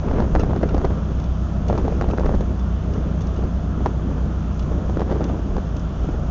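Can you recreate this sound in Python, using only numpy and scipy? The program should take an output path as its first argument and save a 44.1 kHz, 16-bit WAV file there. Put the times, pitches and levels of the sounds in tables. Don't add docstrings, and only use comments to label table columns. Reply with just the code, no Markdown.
import sys
import numpy as np
from scipy import signal
from scipy.fft import rfft, irfft
from scipy.io import wavfile
from scipy.ndimage import uniform_filter1d

SR = 44100
rng = np.random.default_rng(int(sys.argv[2]) if len(sys.argv) > 2 else 0)


def persist_wave(psi):
    counts = np.round(np.clip(psi, -1, 1) * 32767).astype(np.int16)
    wavfile.write(sys.argv[1], SR, np.atleast_2d(counts).T)


N = 277830


def undb(db):
    return 10 ** (np.asarray(db) / 20)


def unit(x):
    return x / np.sqrt(np.mean(x ** 2))


def curves(table):
    time_s, *columns = np.transpose(table)
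    return [np.interp(np.arange(N) / SR, time_s, column) for column in columns]


def band(x, lo_hz, hi_hz, order=2):
    sos = signal.butter(order, [lo_hz, min(hi_hz, SR / 2.2)], "band", fs=SR, output="sos")
    return signal.sosfilt(sos, x)


def walk(rate_hz):
    hold = int(SR / rate_hz)
    steps = np.repeat(rng.standard_normal(N // hold + 1), hold)
    return unit(uniform_filter1d(uniform_filter1d(steps, hold), hold)[:N])


def humps(peak_s, peak_db, rise_s, fall_s):
    grid = np.arange(0, N, 32)
    t = grid / SR - np.asarray(peak_s)[:, None]
    shape = np.exp(np.where(t < 0, 2 * t / rise_s, -2 * t / fall_s))
    power = undb(2 * np.asarray(peak_db)) @ shape
    return np.interp(np.arange(N), grid, power)


# (frequency [Hz], density [dB per Hz])
ROAR_SPECTRUM = [(25, -25.5), (60, -16), (120, -19), (190, -16), (290, -23), (450, -37), (650, -27),
                 (800, -36.5), (1250, -35), (2100, -56), (3000, -47.5), (3700, -55), (4400, -62.5),
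                 (5700, -54.5), (6600, -54), (7300, -73)]
ROAR_DB, FLICKER_DB = -30, 0.91


def roar(turn):
    out, (table_hz, table_db) = 0, np.transpose(ROAR_SPECTRUM)
    for hz in 25 * 2 ** (np.arange(26) / 3):
        density_db = np.interp(np.log(hz), np.log(table_hz), table_db)
        db = density_db + 10 * np.log10(hz) + FLICKER_DB * walk(12)
        noise = band(rng.standard_normal(N), hz * 2 ** (-1 / 6), hz * 2 ** (1 / 6))
        out = out + undb(db) * unit(noise)
    pulse = 1 + 0.077 * np.cos(2 * np.pi * CYLINDERS * turn + 1.3)
    return undb(ROAR_DB) * unit(out) * pulse


# (time [s], level [dB])
GUSTS = [(0, -47), (.09, -29.5), (.5, -31.5), (.93, -34), (1.05, -36.5), (1.4, -41), (1.62, -34.5),
         (1.7, -30.5), (2.36, -36.5), (2.46, -41.5), (2.8, -41), (2.93, -31), (3.3, -40), (3.65, -38.5),
         (4.1, -36.5), (4.3, -39.5), (4.65, -42), (4.75, -37.5), (5.1, -35), (5.25, -30.5), (5.38, -34.5),
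         (5.45, -39), (5.95, -40.5), (6.05, -32.5), (6.15, -41.5), (6.3, -39)]
# (time [s], level [dB])
SHOVES = [(.12, -17), (.19, -17.5), (0.351, -13.5), (.44, -23.5), (.51, -18), (.63, -32), (.86, -22),
          (.97, -33), (1.84, -23), (2.02, -27), (2.09, -18), (2.28, -17), (2.38, -16.5), (3.39, -20),
          (4.7, -20), (5.54, -21), (6.021, -25), (6.16, -20)]
SHOVE_S = 0.045
SWELL_DB, SWELL_WANDER_DB, SLOW_TRIM_DB = 1.5, 3, -0.8
WAKE_DB, WAKE_RISE_S, WAKE_FALL_S = -11.5, 0.0059, 0.015


def wind():
    calm_db, = curves(GUSTS)
    eddy_s, _, thud_db, *_ = np.transpose(SHARP_EDDIES)
    stream_db = calm_db + 2.7 * walk(14)
    wakes = humps(eddy_s, thud_db + WAKE_DB, WAKE_RISE_S, WAKE_FALL_S)
    gust_db = 10 * np.log10(undb(2 * stream_db) + wakes)
    swell_db = calm_db + SWELL_DB + SWELL_WANDER_DB * walk(8.5)
    swell_power = undb(2 * swell_db) + humps(*np.transpose(SHOVES), SHOVE_S, SHOVE_S)
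    jag_db = 1.5 * (walk(90) + .7 * walk(250))
    noise = rng.standard_normal((4, N))
    low = unit(band(noise[0], 90, 230)) * undb(0.4 * gust_db + 0.38 * calm_db - 4.0)
    mid = unit(band(noise[1], 210, 480)) * undb(gust_db - 1.0)
    upper = unit(band(noise[2], 620, 1400)) * undb(1.22 * gust_db - 10.5)
    slow = unit(band(noise[3], 18, 48)) * np.sqrt(swell_power) * undb(SLOW_TRIM_DB)
    return undb(jag_db) * (low + mid + upper) + slow


SMALL_PER_S, SMALL_HZ = 40, 450
SMALL_DB, SMALL_SPREAD_DB = 3, 2.5
SMALL_SNAP_DB, SMALL_CRACK_DB = -19, -28


def small_eddies():
    count = int(SMALL_PER_S * N / SR)
    time_s = .02 + rng.random(count) * (N / SR - .02)
    a, b, c = rng.standard_normal((3, count))
    thud_db = np.interp(time_s, *np.transpose(GUSTS)) + SMALL_DB + SMALL_SPREAD_DB * a
    snap_db = thud_db + SMALL_SNAP_DB + 3.1 * b
    crack_db = thud_db + SMALL_CRACK_DB + 4.4 * b
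    return np.transpose([time_s, SMALL_HZ * 2 ** (0.45 * c), thud_db, snap_db, crack_db])


# (time [s], thud pitch [Hz], thud peak [dB], snap peak [dB], crack peak [dB])
SHARP_EDDIES = [(0.0852, 520, -17, -32, -41), (0.1134, 610, -15.5, -26, -38),
                (0.1854, 570, -15.5, -44, -42), (0.1647, 400, -32, -37, -46), (0.1976, 420, -17, -31, -42),
                (0.203, 420, -14, -24, -30), (0.2105, 420, -21, -32, -42), (0.224, 620, -17, -27, -39),
                (0.2442, 430, -22, -26, -45), (0.352, 520, -7, -10, -25), (0.3612, 553, -12, -9.5, -37),
                (0.3972, 520, -11.5, -34, -40), (0.4162, 400, -25, -29, -41),
                (0.4353, 490, -12.5, -23.5, -35), (0.467, 436, -17, -39, -48), (0.4961, 580, -24, -36, -44),
                (0.5087, 696, -16, -32, -43), (0.5337, 560, -15, -27, -39), (0.5629, 630, -15.5, -46, -34),
                (0.614, 595, -27, -30, -46), (0.6318, 450, -13, -16, -31), (0.6352, 430, -8.5, -28, -40),
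                (0.7082, 358, -15, -37, -47), (0.7456, 440, -15.5, -39, -31),
                (0.7483, 513, -12.5, -39, -35), (0.768, 450, -17.5, -23, -41), (0.7806, 503, -15, -23, -38),
                (0.816, 390, -21, -19, -41), (0.8469, 525, -9.5, -33, -33), (0.8509, 470, -11, -20, -29),
                (0.863, 520, -24, -36, -47), (0.907, 390, -12, -25, -45), (0.93, 450, -24, -41, -50),
                (1.6893, 470, -21, -43, -42), (1.7, 580, -9, -32, -32), (1.7085, 450, -13, -27, -42),
                (1.7284, 480, -12, -22, -34), (1.753, 600, -18.5, -28, -44), (1.7775, 730, -15.5, -33, -36),
                (1.7856, 645, -14, -40, -41), (1.8518, 448, -15, -30, -41), (1.8811, 540, -10.5, -31, -37),
                (1.9248, 410, -14, -39, -47), (2.0124, 560, -15, -11, -28.5),
                (2.0225, 660, -12.5, -26, -34), (2.035, 443, -23, -33, -46), (2.0432, 640, -15.5, -31, -40),
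                (2.0886, 390, -14.5, -25, -38), (2.1026, 570, -17, -33, -37),
                (2.1357, 580, -14.5, -39, -43), (2.1768, 500, -18.5, -38, -33),
                (2.1838, 530, -14.5, -12, -38), (2.197, 440, -14, -32, -32), (2.209, 510, -15, -32, -44),
                (2.215, 600, -28, -29, -42), (2.235, 680, -20, -34, -46), (2.247, 517, -16, -32, -45),
                (2.2599, 420, -13.5, -20, -31), (2.2645, 600, -21, -15.5, -36),
                (2.2885, 400, -19, -24, -42), (2.2933, 430, -10, -21, -37), (2.3155, 402, -13, -31, -50),
                (2.3248, 420, -24, -28, -51), (2.3407, 400, -13.5, -26, -48),
                (2.3472, 420, -15.5, -29, -44), (2.3525, 500, -24.5, -41, -36),
                (2.409, 506, -16.5, -42, -36), (3.391, 373, -21, -41, -51), (3.439, 348, -18, -40, -40),
                (3.8065, 370, -16.5, -33, -43), (3.8605, 680, -7.5, -17.5, -26.5),
                (3.8661, 680, -11, -34, -37), (3.9976, 500, -24.5, -29, -57), (4.1819, 362, -19, -40, -53),
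                (4.7184, 380, -17.5, -38, -51), (4.8972, 420, -16.5, -41, -39),
                (4.972, 450, -13.5, -18, -37), (4.9957, 470, -17, -22, -32), (5.0069, 430, -11, -18, -33),
                (5.0186, 550, -12, -25, -40), (5.096, 580, -26, -26, -46), (5.1015, 546, -23, -31, -38),
                (5.1085, 500, -20, -35, -37), (5.1145, 450, -12.5, -28, -35), (5.1245, 520, -16, -31, -36),
                (5.158, 580, -25, -39, -43), (5.1652, 480, -22, -40, -43), (5.2081, 510, -14, -38, -39),
                (5.2154, 536, -19.5, -36, -47), (5.2417, 600, -23, -44, -30), (5.3, 450, -17, -40, -48),
                (5.345, 500, -22, -38, -48), (5.393, 433, -23, -42, -46), (5.5673, 600, -16.5, -32, -35),
                (5.5827, 540, -17, -31, -41), (6.045, 190, -16, -37, -51), (6.09, 190, -16, -42, -50),
                (6.14, 178, -18, -44, -52)]
# (rise [s], fall [s], gain [dB])
EDDY_PARTS = [(0.0026, 0.0024, -0.5), (0.0019, 0.0018, -6.5), (0.00069, 0.0052, 5)]
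SNAP_HZ, CRACK_HZ = 1210, 3370
SPIKE = 20


def buffets():
    size, lead = 2048, 512
    out, t = np.zeros(N + size), (np.arange(size) - lead) / SR
    octaves = np.log2(np.arange(1, size // 2 + 2) * SR / size)
    shapes = [np.where(t < 0, np.exp(-(t / rise_s) ** 2), np.exp(-np.abs(t) / fall_s))
              for rise_s, fall_s, _ in EDDY_PARTS]
    for time_s, thud_hz, *parts_db in [*SHARP_EDDIES, *small_eddies()]:
        pressure = rng.standard_normal(size)
        pressure[lead] = SPIKE * np.sign(pressure[lead])
        start = int(time_s * SR) - lead
        bands = [(thud_hz, .55), (SNAP_HZ, .42), (CRACK_HZ, .85)]  # (centre [Hz], width [octaves])
        for db, (hz, width), shape, (_, _, gain_db) in zip(parts_db, bands, shapes, EDDY_PARTS):
            weight = np.exp(-((octaves - np.log2(hz)) / width) ** 2 / 2)
            wavelet = shape * irfft(rfft(pressure) * weight)
            out[start:start + size] += undb(db + gain_db) * wavelet / np.abs(wavelet).max()
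    return out[:N]


# (time [s], nominal level [dB], starting pitch [Hz], length [s])
SQUEAKS = [(0.395, -40, 1423, 0.026), (0.689, -41, 1450, 0.011), (2.108, -38.5, 1380, 0.0093)]
# (multiple of pitch, relative level [dB])
SQUEAK_TONE = [(1, 12), (2, 5), (3, -4), (4, -5.5)]
SQUEAK_SAG_PER_S = 3.5


def squeaks():
    size = 4096
    out, t = np.zeros(N), np.arange(size) / SR
    for time_s, db, hz, length_s in SQUEAKS:
        wobble = uniform_filter1d(rng.standard_normal(size), 60)
        phase = 2 * np.pi * np.cumsum(hz * (1 + 0.43 * wobble - SQUEAK_SAG_PER_S * t)) / SR
        stack = sum(undb(g) * np.sin(k * phase) for k, g in SQUEAK_TONE) / 2
        roughness = 1 + 2.3 * uniform_filter1d(rng.standard_normal(size), 40)
        envelope = (1 - np.exp(-t / 0.0023)) * np.exp(-(t / length_s) ** 4)
        start = int(time_s * SR)
        out[start:start + size] += undb(db) * stack * roughness * envelope
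    return out


# (time [s], nominal peak [dB], ringing share [0-1])
CLINKS = [(0.395, -24.5, 0.3), (0.689, -31, 0.26), (0.7791, -32, 0.1), (1.1987, -32, 0.15),
          (1.2396, -32, 0.3), (1.682, -26, 0.3), (1.7779, -30, 0.3), (2.1093, -33, 0), (2.4067, -31, 0.3),
          (2.594, -33.5, 0.4), (2.936, -31.5, 0.3), (3.207, -31.5, 0.4), (3.218, -32, 0.25),
          (3.27, -34, 0.25), (3.3616, -34, 0.4), (4.5932, -26.5, 0.24), (4.6245, -34.5, 0.4),
          (5.2405, -29.5, 0.2), (5.2889, -37, 0.5), (5.7653, -32, 0.2), (5.7947, -33, 0.2)]
# (frequency [Hz], relative level [dB], t60 [s])
FITTING_MODES = [(2910, 6, 0.042), (3520, -0.5, 0.1), (3930, -3, .05), (5250, -13, .05), (5770, -1, 0.025),
                 (6390, 0.5, 0.063)]


def clinks():
    size = 4096
    out, t = np.zeros(N + size), np.arange(size) / SR
    for time_s, db, ring_share in CLINKS:
        touch = rng.standard_normal(size) * np.exp(-t / 0.0042)
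        chance = rng.standard_normal((len(FITTING_MODES), 2))
        modes = 0
        for (hz, mode_db, t60_s), (a, b) in zip(FITTING_MODES, chance):
            decay = np.exp(-np.log(1000) * t / t60_s)
            modes = modes + undb(mode_db + a) * decay * np.sin(2 * np.pi * hz * (1 + 0.0042 * b) * t)
        ring = signal.fftconvolve(touch, modes)[:size]
        tick = band(touch, 1900, 11000)
        share = np.clip(ring_share, 0, 1)
        hit = share * ring / np.abs(ring).max() + (1 - share) * tick / np.abs(tick).max()
        start = int(time_s * SR)
        out[start:start + size] += undb(db) * hit
    return out[:N]


# (time [s], firing rate [Hz])
FIRING = [(0.0, 61.31), (0.8, 60.32), (1.6, 60.71), (2.4, 60.28), (3.2, 59.93), (4.0, 60.01), (4.8, 59.7),
          (5.2, 59.55), (5.35, 57.49), (5.55, 55.12), (6.3, 55.92)]
# (multiple of the two-turn cycle, level [dB rms])
ENGINE_ORDERS = [(4, -47.9), (5, -46), (7, -45.9), (8, -24.0), (9, -34.3), (10, -36.4), (11, -40.9),
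                 (12, -30.7), (14, -41.2), (16, -44.4), (17, -43.5), (18, -47.3), (19, -41.7), (20, -42.4),
                 (21, -35.8), (22, -46.2), (23, -40.8), (24, -39.4), (25, -46.2), (27, -37.3), (29, -46.5)]
# (time [s], gain [dB])
LOAD = [(0, 0), (2.4, 1), (5.2, 0), (5.5, -3.5), (6.3, 0.5)]
CYLINDERS, START_CYCLES = 8, .08
PIPE_LAG = .37


def engine():
    firing_hz, = curves(FIRING)
    turn = START_CYCLES + np.cumsum(firing_hz) / SR / CYLINDERS
    out = 0
    for k, db in ENGINE_ORDERS:
        lag = PIPE_LAG * (k - CYLINDERS) * (k - CYLINDERS - 2)
        size = undb(.6 * walk(8))
        line = size * np.cos(2 * np.pi * k * turn - lag + .004 * k * walk(5))
        out = out + np.sqrt(2) * undb(db) * line
    return out * undb(curves(LOAD)[0]), turn


def scene():
    throb, turn = engine()
    return (roar(turn) + wind() + buffets() + squeaks() + clinks() + throb)[None]


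SOFT_TOP_HZ, TOP_HZ = 6750, 7400


def record(dry):
    rounded = np.tanh(0.79 * dry) / 0.8
    soft = signal.sosfilt(signal.butter(10, SOFT_TOP_HZ, fs=SR, output="sos"), rounded)
    return signal.sosfilt(signal.ellip(8, .2, 70, TOP_HZ, fs=SR, output="sos"), soft)


dry = scene()
out = record(dry)
persist_wave(out)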